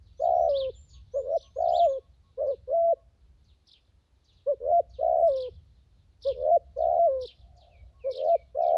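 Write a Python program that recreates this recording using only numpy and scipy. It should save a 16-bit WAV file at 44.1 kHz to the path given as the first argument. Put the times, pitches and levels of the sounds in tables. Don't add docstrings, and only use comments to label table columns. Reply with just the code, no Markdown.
import sys
import numpy as np
from scipy import signal
from scipy.fft import rfft, irfft
from scipy.io import wavfile

SR = 44100
rng = np.random.default_rng(int(sys.argv[2]) if len(sys.argv) > 2 else 0)


def master(y):
    cut = np.clip(np.atleast_2d(y).T, -1, 1)
    pcm = np.round(cut * 32767)
    wavfile.write(sys.argv[1], SR, pcm.astype(np.int16))


N = 386757
TIME_S = np.arange(N) / SR
TICKS_S = np.arange(0, N / SR, .001)
REST_HZ, ROLL_DELAY_S = 478.7, .0215

# time_s, pitch_hz, level_db
FALLING_CALL = [(0, 6750, -5.5), (.008, 6300, -2.5), (.014, 4600, 2), (.025, 4350, -4), (.036, 4900, -13),
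                (.046, 4220, 7), (.064, 3500, 5.5), (.075, 2940, -5), (.1, 2600, -10.5)]


def gain_of(db):
    return 10 ** (np.asarray(db) / 20)


def unit_rms(x):
    return x / np.sqrt(np.mean(x ** 2) + 1e-20)


def spectrum_at(points, hz):
    points_hz, level_db = np.transpose(points)
    return np.interp(np.log(hz + 1), np.log(points_hz + 1), level_db)


def follow(rows, t):
    time_s, *columns = np.transpose(rows)
    return [np.interp(t, time_s, column) for column in columns]


def add(mix, start_s, sound):
    part = mix[max(round(start_s * SR), 0):][:len(sound)]
    part += sound[:len(part)]


def wander(hz):
    rolloff = np.exp(-(np.fft.rfftfreq(N, 1 / SR) / hz) ** 2)
    return unit_rms(irfft(rfft(rng.standard_normal(N)) * rolloff, N))


def noise_band(low_hz, high_hz):
    band = signal.butter(2, [low_hz, high_hz], "band", fs=SR, output="sos")
    return unit_rms(signal.sosfilt(band, rng.standard_normal(N)))


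def phase_of(hz):
    return 2 * np.pi * np.cumsum(hz) / SR


def strongest(t, notes):
    level_db = np.array([np.where((t >= start) & (t <= end), db, -np.inf)
                         for start, end, db, _ in notes])
    pitch_hz = np.array([hz for *_, hz in notes])[level_db.argmax(axis=0), np.arange(len(t))]
    sounding = np.isfinite(level_db).any(axis=0)
    return np.transpose([t, pitch_hz, level_db.max(axis=0)])[sounding]


def field_echo(x, t60_s, damp_hz=3000, taps_per_s=2500):
    t = np.arange(SR) / SR
    taps = rng.standard_normal(SR) * (rng.random(SR) < taps_per_s / SR)
    taps *= gain_of(-60 * t / t60_s) * (t > .003)
    pole = np.exp(-2 * np.pi * damp_hz / SR)
    taps = signal.lfilter([1 - pole], [1, -pole], taps / np.linalg.norm(taps))
    return signal.oaconvolve(x, taps)[:N]


def wind(hum_hz=61, hum_db=-4, swell_db=3, split_hz=190, hiss_db=-76.8):
    # frequency_hz, density_db
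    spectrum = [(22, -33.5), (62, -7), (160, -26.5), (500, -33), (1800, -43.5), (4300, -45.5), (9000, -56)]
    # time_s, rumble_db
    gusts = [(.2, -53.5), (1.9, -55.5), (3.4, -60), (4.2, -66), (5.05, -53.5), (5.6, -56.5), (7.2, -55.5),
             (8.1, -58)]
    hz = np.fft.rfftfreq(N, 1 / SR)
    noise = rfft(rng.standard_normal(N)) * gain_of(spectrum_at(spectrum, hz))
    low = 1 / (1 + (hz / split_hz) ** 8)
    hum = np.sqrt(2) * np.sin(phase_of(hum_hz * (1 + .035 * wander(7))))
    gust = gain_of(follow(gusts, TIME_S)[0] + swell_db * wander(5.4))
    rumble = gust * unit_rms(unit_rms(irfft(noise * low, N)) + gain_of(hum_db) * hum)
    return rumble + gain_of(hiss_db) * unit_rms(irfft(noise * (1 - low), N))


def chirps(shape, calls, overtone_db, rough, halo_db, buzz=0, buzz_hz=0, buzz_from_s=0):
    t, out = np.arange(0, shape[-1][0], 1 / SR), np.zeros(N)
    hz, level_db = follow(shape, t)
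    tail = np.clip((t - buzz_from_s) / .0037, 0, 1)
    tremble = rough * wander(550)
    overtone_gain = gain_of(overtone_db) * (hz / hz.mean()) ** 2
    halo_filter = signal.butter(4, 1000, fs=SR, output="sos")
    for start_s, db in calls:
        shake = tail * np.sin(2 * np.pi * (buzz_hz * t + rng.random()))
        jitter = np.roll(tremble, -round(start_s * SR))[:len(t)]
        phase = phase_of(hz * (1 + buzz * shake + jitter))
        envelope = gain_of(db + level_db - 3 * shake) * signal.windows.tukey(len(t), .08)
        overtone = overtone_gain * np.sin(2 * phase + .3 * rng.standard_normal(len(t)).cumsum())
        add(out, start_s, np.sqrt(2) * envelope * (np.sin(phase) + overtone))
        halo = unit_rms(signal.sosfilt(halo_filter, rng.standard_normal(len(t) + SR // 40)))
        centre_hz = np.linspace(4900, 3200, len(halo))
        halo *= signal.windows.tukey(len(halo), .5) * np.sin(phase_of(centre_hz))
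        add(out, start_s - .022, gain_of(db + halo_db) * halo)
    return out


def chatter(count=150, spread_db=2):
    # time_s, level_db
    levels = [(0, -80.5), (3, -89), (8.7, -84.5)]
    calls = [(start_s, follow(levels, start_s)[0] - drop_db)
             for start_s, drop_db in rng.random((count, 2)) * [N / SR, spread_db]]
    twitter = chirps(FALLING_CALL, calls, overtone_db=-35, rough=.03, halo_db=-10,
                     buzz=.05, buzz_hz=120)
    return field_echo(twitter, t60_s=.31, damp_hz=6100)


def far_birds(roll_hz=65, hoot_hz=1100, hoot_s=.1, hoot_arch=.025):
    # time_s, level_db, pitch_hz
    coo_shape = [(7.28, -76.5, 646), (7.6, -57.5, 674), (8.02, -78.5, 545)]
    # start_s, level_db
    hoot_calls = [(0.923, -74), (1.416, -67.5), (1.986, -73), (2.225, -74), (2.941, -73.5), (7.929, -70)]
    level_db, hz = follow(coo_shape, TIME_S)
    on = (TIME_S > coo_shape[0][0]) & (TIME_S < coo_shape[-1][0])
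    roll = 1 + np.sin(2 * np.pi * roll_hz * TIME_S)
    coo = on * gain_of(level_db) * roll * np.sin(phase_of(hz * (1 + .09 * wander(80))))
    hoots, t = np.zeros(N), np.arange(0, hoot_s, 1 / SR)
    arch_hz = hoot_hz * (1 - hoot_arch * (2 * t / hoot_s - 1) ** 2)
    hoot = signal.windows.tukey(len(t), .6) * np.sin(phase_of(arch_hz))
    for start_s, db in hoot_calls:
        add(hoots, start_s, gain_of(db) * hoot)
    return hoots + field_echo(coo + .35 * hoots, t60_s=.45)


def whistles(waver=.0041):
    # start_s, length_s, first_hz, last_hz, bow_hz, level_db
    arches = [(0.156, .13, 5396, 7317, 450, -71), (0.328, .17, 5540, 5970, 59.7, -69.5),
              (.736, .13, 6870, 7070, 326, -63), (.86, .125, 6950, 6034, 350, -69),
              (1.105, .14, 5350, 6950, 685, -67.5), (1.285, .25, 5500, 6250, 58.8, -71),
              (1.529, .12, 6100, 6380, 502, -73.5), (1.706, .095, 6790, 7220, 203, -63),
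              (1.791, .16, 7020, 6250, 200, -66), (5.152, .2, 8400, 7450, 100, -77)]
    # time_s, pitch_hz, level_db
    slur_shape = [(0, 3143, -16), (.025, 2650, -1), (.065, 2320, 3.5), (.13, 2236, -2)]
    # start_s, level_db
    slur_calls = [(7.694, -68), (7.99, -67.5), (8.296, -69), (8.588, -67.5)]
    out, drift = np.zeros(N), 1 + waver * wander(150)
    for start_s, length_s, first_hz, last_hz, bow_hz, db in arches:
        progress = np.linspace(0, 1, round(length_s * SR))
        hz = first_hz + (last_hz - first_hz) * progress + bow_hz * (1 - (2 * progress - 1) ** 2)
        hz *= drift[round(start_s * SR):][:len(hz)]
        envelope = gain_of(db) * signal.windows.tukey(len(hz), .6)
        add(out, start_s, np.sqrt(2) * envelope * np.sin(phase_of(hz)))
    return out + chirps(slur_shape, slur_calls, overtone_db=-33, rough=.015, halo_db=-36)


def flicks(syllables, ends_db=-30.5, sag=.24):
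    t, notes = np.arange(0, syllables[-1][2], 1 / SR), []
    for start_s, top_s, end_s, width_s, base_hz, top_hz, db, dip_db in syllables:
        away = np.interp(t, [start_s, top_s, end_s], [1, 0, 1]) ** 2
        flick = np.exp(-abs((t - top_s) / width_s) ** 3)
        level_db = db + ends_db * away + dip_db * flick ** 2
        hz = base_hz * (1 - sag * away) + (top_hz - base_hz) * flick
        notes.append((start_s, end_s, level_db, hz))
    return strongest(t, notes)


def near_chirps():
    # start_s, top_s, end_s, width_s, base_hz, top_hz, level_db, dip_db
    cheep = [(-.002, .018, .036, .009, 3650, 5050, -7, -6.5),
             (.045, .103, .162, .016, 3604, 4500, 3.5, -16), (.12, .145, .195, .001, 3150, 3150, -8.5, 0.5)]
    chirrup = [(-.005, .010, .027, .006, 3750, 5500, -3, -5), (.012, .026, .038, .0032, 3700, 5200, -1, -8),
               (.036, .060, .086, .0075, 3750, 5400, 5, -21), (.062, .086, .135, .001, 3200, 3200, -8, 0)]
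    # start_s, level_db
    cheep_calls = [(0.485, -39), (1.676, -40.5)]
    chirrup_calls = [(1.361, -53.5), (3.667, -54), (5.269, -56), (5.356, -46.5), (6.219, -45),
                     (7.208, -44.5), (8.107, -45), (8.616, -57)]
    cheeps = chirps(flicks(cheep), cheep_calls, overtone_db=-39.5, rough=.02, halo_db=-21.5,
                    buzz=.12, buzz_hz=127.1, buzz_from_s=.16)
    chirrups = chirps(flicks(chirrup), chirrup_calls, overtone_db=-27.5, rough=.035, halo_db=-14,
                      buzz=.12, buzz_hz=140, buzz_from_s=.097)
    return cheeps + chirrups


def scrub_birds(palms_delay_s=.13, palms_db=-22.5):
    # start_s, level_db
    far_calls = [(.2, -63.5), (.89, -61.5), (1.605, -63.5), (2.462, -67.5), (3.44, -71), (4.24, -67),
                 (4.325, -70.5), (4.892, -65), (4.942, -72), (6.768, -65.5), (7.563, -65), (8.236, -62)]
    near = near_chirps()
    far = chirps(FALLING_CALL, far_calls, overtone_db=-35, rough=.045, halo_db=-8,
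                 buzz=.03, buzz_hz=120)
    thin = whistles()
    out = near + thin + field_echo(gain_of(-8) * near + gain_of(-3) * thin, t60_s=.15, damp_hz=9000)
    out += gain_of(-7) * (far + field_echo(far, t60_s=.1, damp_hz=9000))
    out += field_echo(gain_of(-10) * far + gain_of(-18) * near, t60_s=.6, damp_hz=9000)
    add(out, palms_delay_s, gain_of(palms_db) * field_echo(near, t60_s=.092, damp_hz=8000))
    return out


def arched_note(start_s, length_s, top_db, top_hz, depth, ends_db=-18, roll_hz=97.6):
    end_s = start_s + length_s
    effort = np.sin(np.pi * np.clip((TICKS_S - start_s) / length_s, 0, 1) ** .8)
    level_db = top_db + ends_db * (1 - effort) ** 1.1
    hz = REST_HZ + (top_hz - REST_HZ) * effort ** 2
    roll = start_s + ROLL_DELAY_S, end_s - ROLL_DELAY_S, roll_hz, roll_hz, depth
    return (start_s, end_s, level_db, hz), roll


def swelling_note(start_s, end_s, climb_s, first_db, crest_db, crest_hz, depth, roll_hz):
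    crest_db_per_s = 13
    effort = np.clip((TICKS_S - start_s) / climb_s, 0, 1)
    level_db = crest_db + (first_db - crest_db) * (1 - effort) ** 1.7
    level_db += crest_db_per_s * np.maximum(TICKS_S - start_s - climb_s, 0)
    hz = REST_HZ + (crest_hz - REST_HZ) * effort ** 1.4
    return (start_s, end_s, level_db, hz), (start_s, start_s + climb_s, roll_hz, roll_hz, depth)


def long_coo(start_s, roll_end_s, break_s, end_s, roll_db, crest_db, last_db,
             top_hz, crest_hz, tail_hz, roll_hz):
    leap_s, leap_from_hz, leap_from_db = .032, 505, -14
    crest_s, ease_db_per_s = break_s - .011, 43.5
    break_width_s, tail_db, sag_hz_per_s = .014, -23.5, 270
    speedup, depth = 1.48, .98
    onset = np.exp(-((TICKS_S - start_s) / leap_s) ** 2)
    crest = np.clip((TICKS_S - start_s) / (crest_s - start_s), 0, 1) ** 2
    ease_db = ease_db_per_s * np.maximum(TICKS_S - crest_s, 0)
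    high_db = roll_db + leap_from_db * onset + (crest_db - roll_db) * crest - ease_db
    high_hz = top_hz + (leap_from_hz - top_hz) * onset + (crest_hz - top_hz) * crest
    low_db = np.interp(TICKS_S, [break_s, end_s], [tail_db, last_db])
    low_hz = tail_hz - sag_hz_per_s * (TICKS_S - break_s)
    broken = (1 + np.tanh((TICKS_S - break_s) / break_width_s)) / 2
    level_db = high_db + (low_db - high_db) * broken
    hz = high_hz + (low_hz - high_hz) * broken
    roll = start_s + ROLL_DELAY_S, roll_end_s, roll_hz, roll_hz * speedup, depth
    return (start_s, end_s, level_db, hz), roll


def valve_motion(rolls, jitter=.012, ease_s=.009):
    depth, cycle = np.zeros(N), np.zeros(N)
    uneven = 1 + jitter * wander(32)
    for start_s, end_s, first_hz, last_hz, full_depth in rolls:
        corners_s = [start_s - .005, start_s - .002, end_s - ease_s, end_s]
        on = (TIME_S >= corners_s[0]) & (TIME_S < end_s)
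        t = TIME_S[on]
        turns = np.cumsum(np.interp(t, [start_s, end_s], [first_hz, last_hz]) * uneven[on]) / SR
        cycle[on] = (turns - np.interp(start_s, t, turns)) % 1
        depth[on] = full_depth * np.interp(t, corners_s, [0, 1, 1, 0])
    return depth, cycle


def dove(attack_s=.014, release_s=.019, flutter_db=.4, valve_shut=.04, sweep=.11, sag=.09, droop=.37,
         rasp_db=-52, burr_db=-48, leak_db=-1, leak_flicker_db=2):
    # start_s, length_s, top_db, top_hz, roll_depth
    openers = [(1.132, 0.1, -24, 570, 0.31), (2.369, 0.14, -23.5, 595, 0.59), (2.446, 0.11, -24, 556, 0.28),
               (4.458, 0.094, -21.5, 592, 0.05), (6.244, .093, -22.5, 562, .1),
               (8.035, 0.1, -25.5, 556, .2)]
    # start_s, end_s, climb_s, first_db, crest_db, crest_hz, roll_depth, roll_hz
    swells = [(1.218, 1.379, 0.13, -41, -22, 678, 0.76, 87),
              (2.67, 2.941, 0.07, -38.5, -22.5, 673, .45, 76),
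              (4.597, 4.81, 0.13, -38.5, -19, 690, .85, 80.6),
              (6.331, 6.579, .186, -44.5, -17.5, 686, .85, 78.8),
              (8.126, 8.365, 0.17, -41.5, -19.5, 680, 0.89, 85)]
    # start_s, roll_end_s, break_s, end_s, roll_db, crest_db, last_db,
    # top_hz, crest_hz, tail_hz, roll_hz
    closers = [(0.191, 0.496, 0.49, .71, -17.5, -18.5, -32, 714.5, 655, 570.7, 54),
               (1.556, 1.802, 1.865, 1.997, -19.5, -17.5, -35, 685, 688, 554, 51),
               (4.982, 5.23, 5.285, 5.5, -19, -18, -37, 673, 672, 548.5, 52.8),
               (6.759, 6.996, 7.077, 7.266, -19, -18.5, -37, 677, 680, 545.4, 55.3),
               (8.543, 8.783, 8.78, 9.115, -19, -17, -39.5, 677, 675, 545, 57.5)]
    # frequency_hz, gain_db
    leak_spectrum = [(1050, -32.5), (1350, -51), (1600, -50), (2200, -68)]
    notes, rolls = zip(*[arched_note(*row) for row in openers],
                       *[swelling_note(*row) for row in swells],
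                       *[long_coo(*row) for row in closers])
    hz, level_db = follow(strongest(TICKS_S, notes), TIME_S)
    breaths = (np.interp(TIME_S, [start, start + attack_s, end - release_s, end], [0, 1, 1, 0])
               for start, end, *_ in notes)
    pressure = np.minimum(sum(breaths), 1)
    letting_go = (1 - pressure) * (np.gradient(pressure) < 0)

    depth, cycle = valve_motion(rolls)
    opening = np.sin(np.pi * cycle) ** 2
    valve = 1 - depth * (1 - valve_shut) * (1 - opening ** 1.05)
    climb = -sweep * np.sin(2 * np.pi * cycle) / 2
    stray = (1 - opening) ** 3 * (.2 * wander(150) - sag)
    waver = .007 * wander(130) + .012 * depth * wander(40)
    phase = phase_of(hz * (1 + depth * (climb + stray) + waver - droop * letting_go))

    overtones = sum(gain_of(spectrum_at(leak_spectrum, k * hz)) * np.sin(k * phase + .4 * wander(90))
                    for k in range(2, 5))
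    rasp = gain_of(rasp_db) * depth * noise_band(1150, 1650)
    burr = gain_of(burr_db) * noise_band(180, 300)
    loudness = gain_of(level_db + flutter_db * wander(70)) * np.sin(np.pi / 2 * pressure) ** 1.2
    drive = np.sqrt(2) * loudness * valve
    throat = np.vstack([signal.butter(2, [420, 810], "band", fs=SR, output="sos"),
                        signal.butter(6, 900, fs=SR, output="sos")])
    leak = gain_of(leak_db + leak_flicker_db * wander(33)) * ((1 - depth / 2) * overtones + rasp)
    return signal.sosfilt(throat, drive * np.sin(phase)) + drive * (leak + burr)


def scene():
    coo = dove()
    scrub = scrub_birds()
    echo = gain_of(-28) * field_echo(coo, t60_s=.2) + gain_of(-40) * field_echo(coo, t60_s=.62)
    return (coo + echo + scrub + far_birds() + chatter() + wind())[None]


def record(dry):
    edge_hz = 11600
    lowpass = signal.firwin(511, edge_hz, window=("kaiser", 9), fs=SR)
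    return signal.oaconvolve(dry, lowpass[None], "same")


dry = scene()
out = record(dry)
master(out)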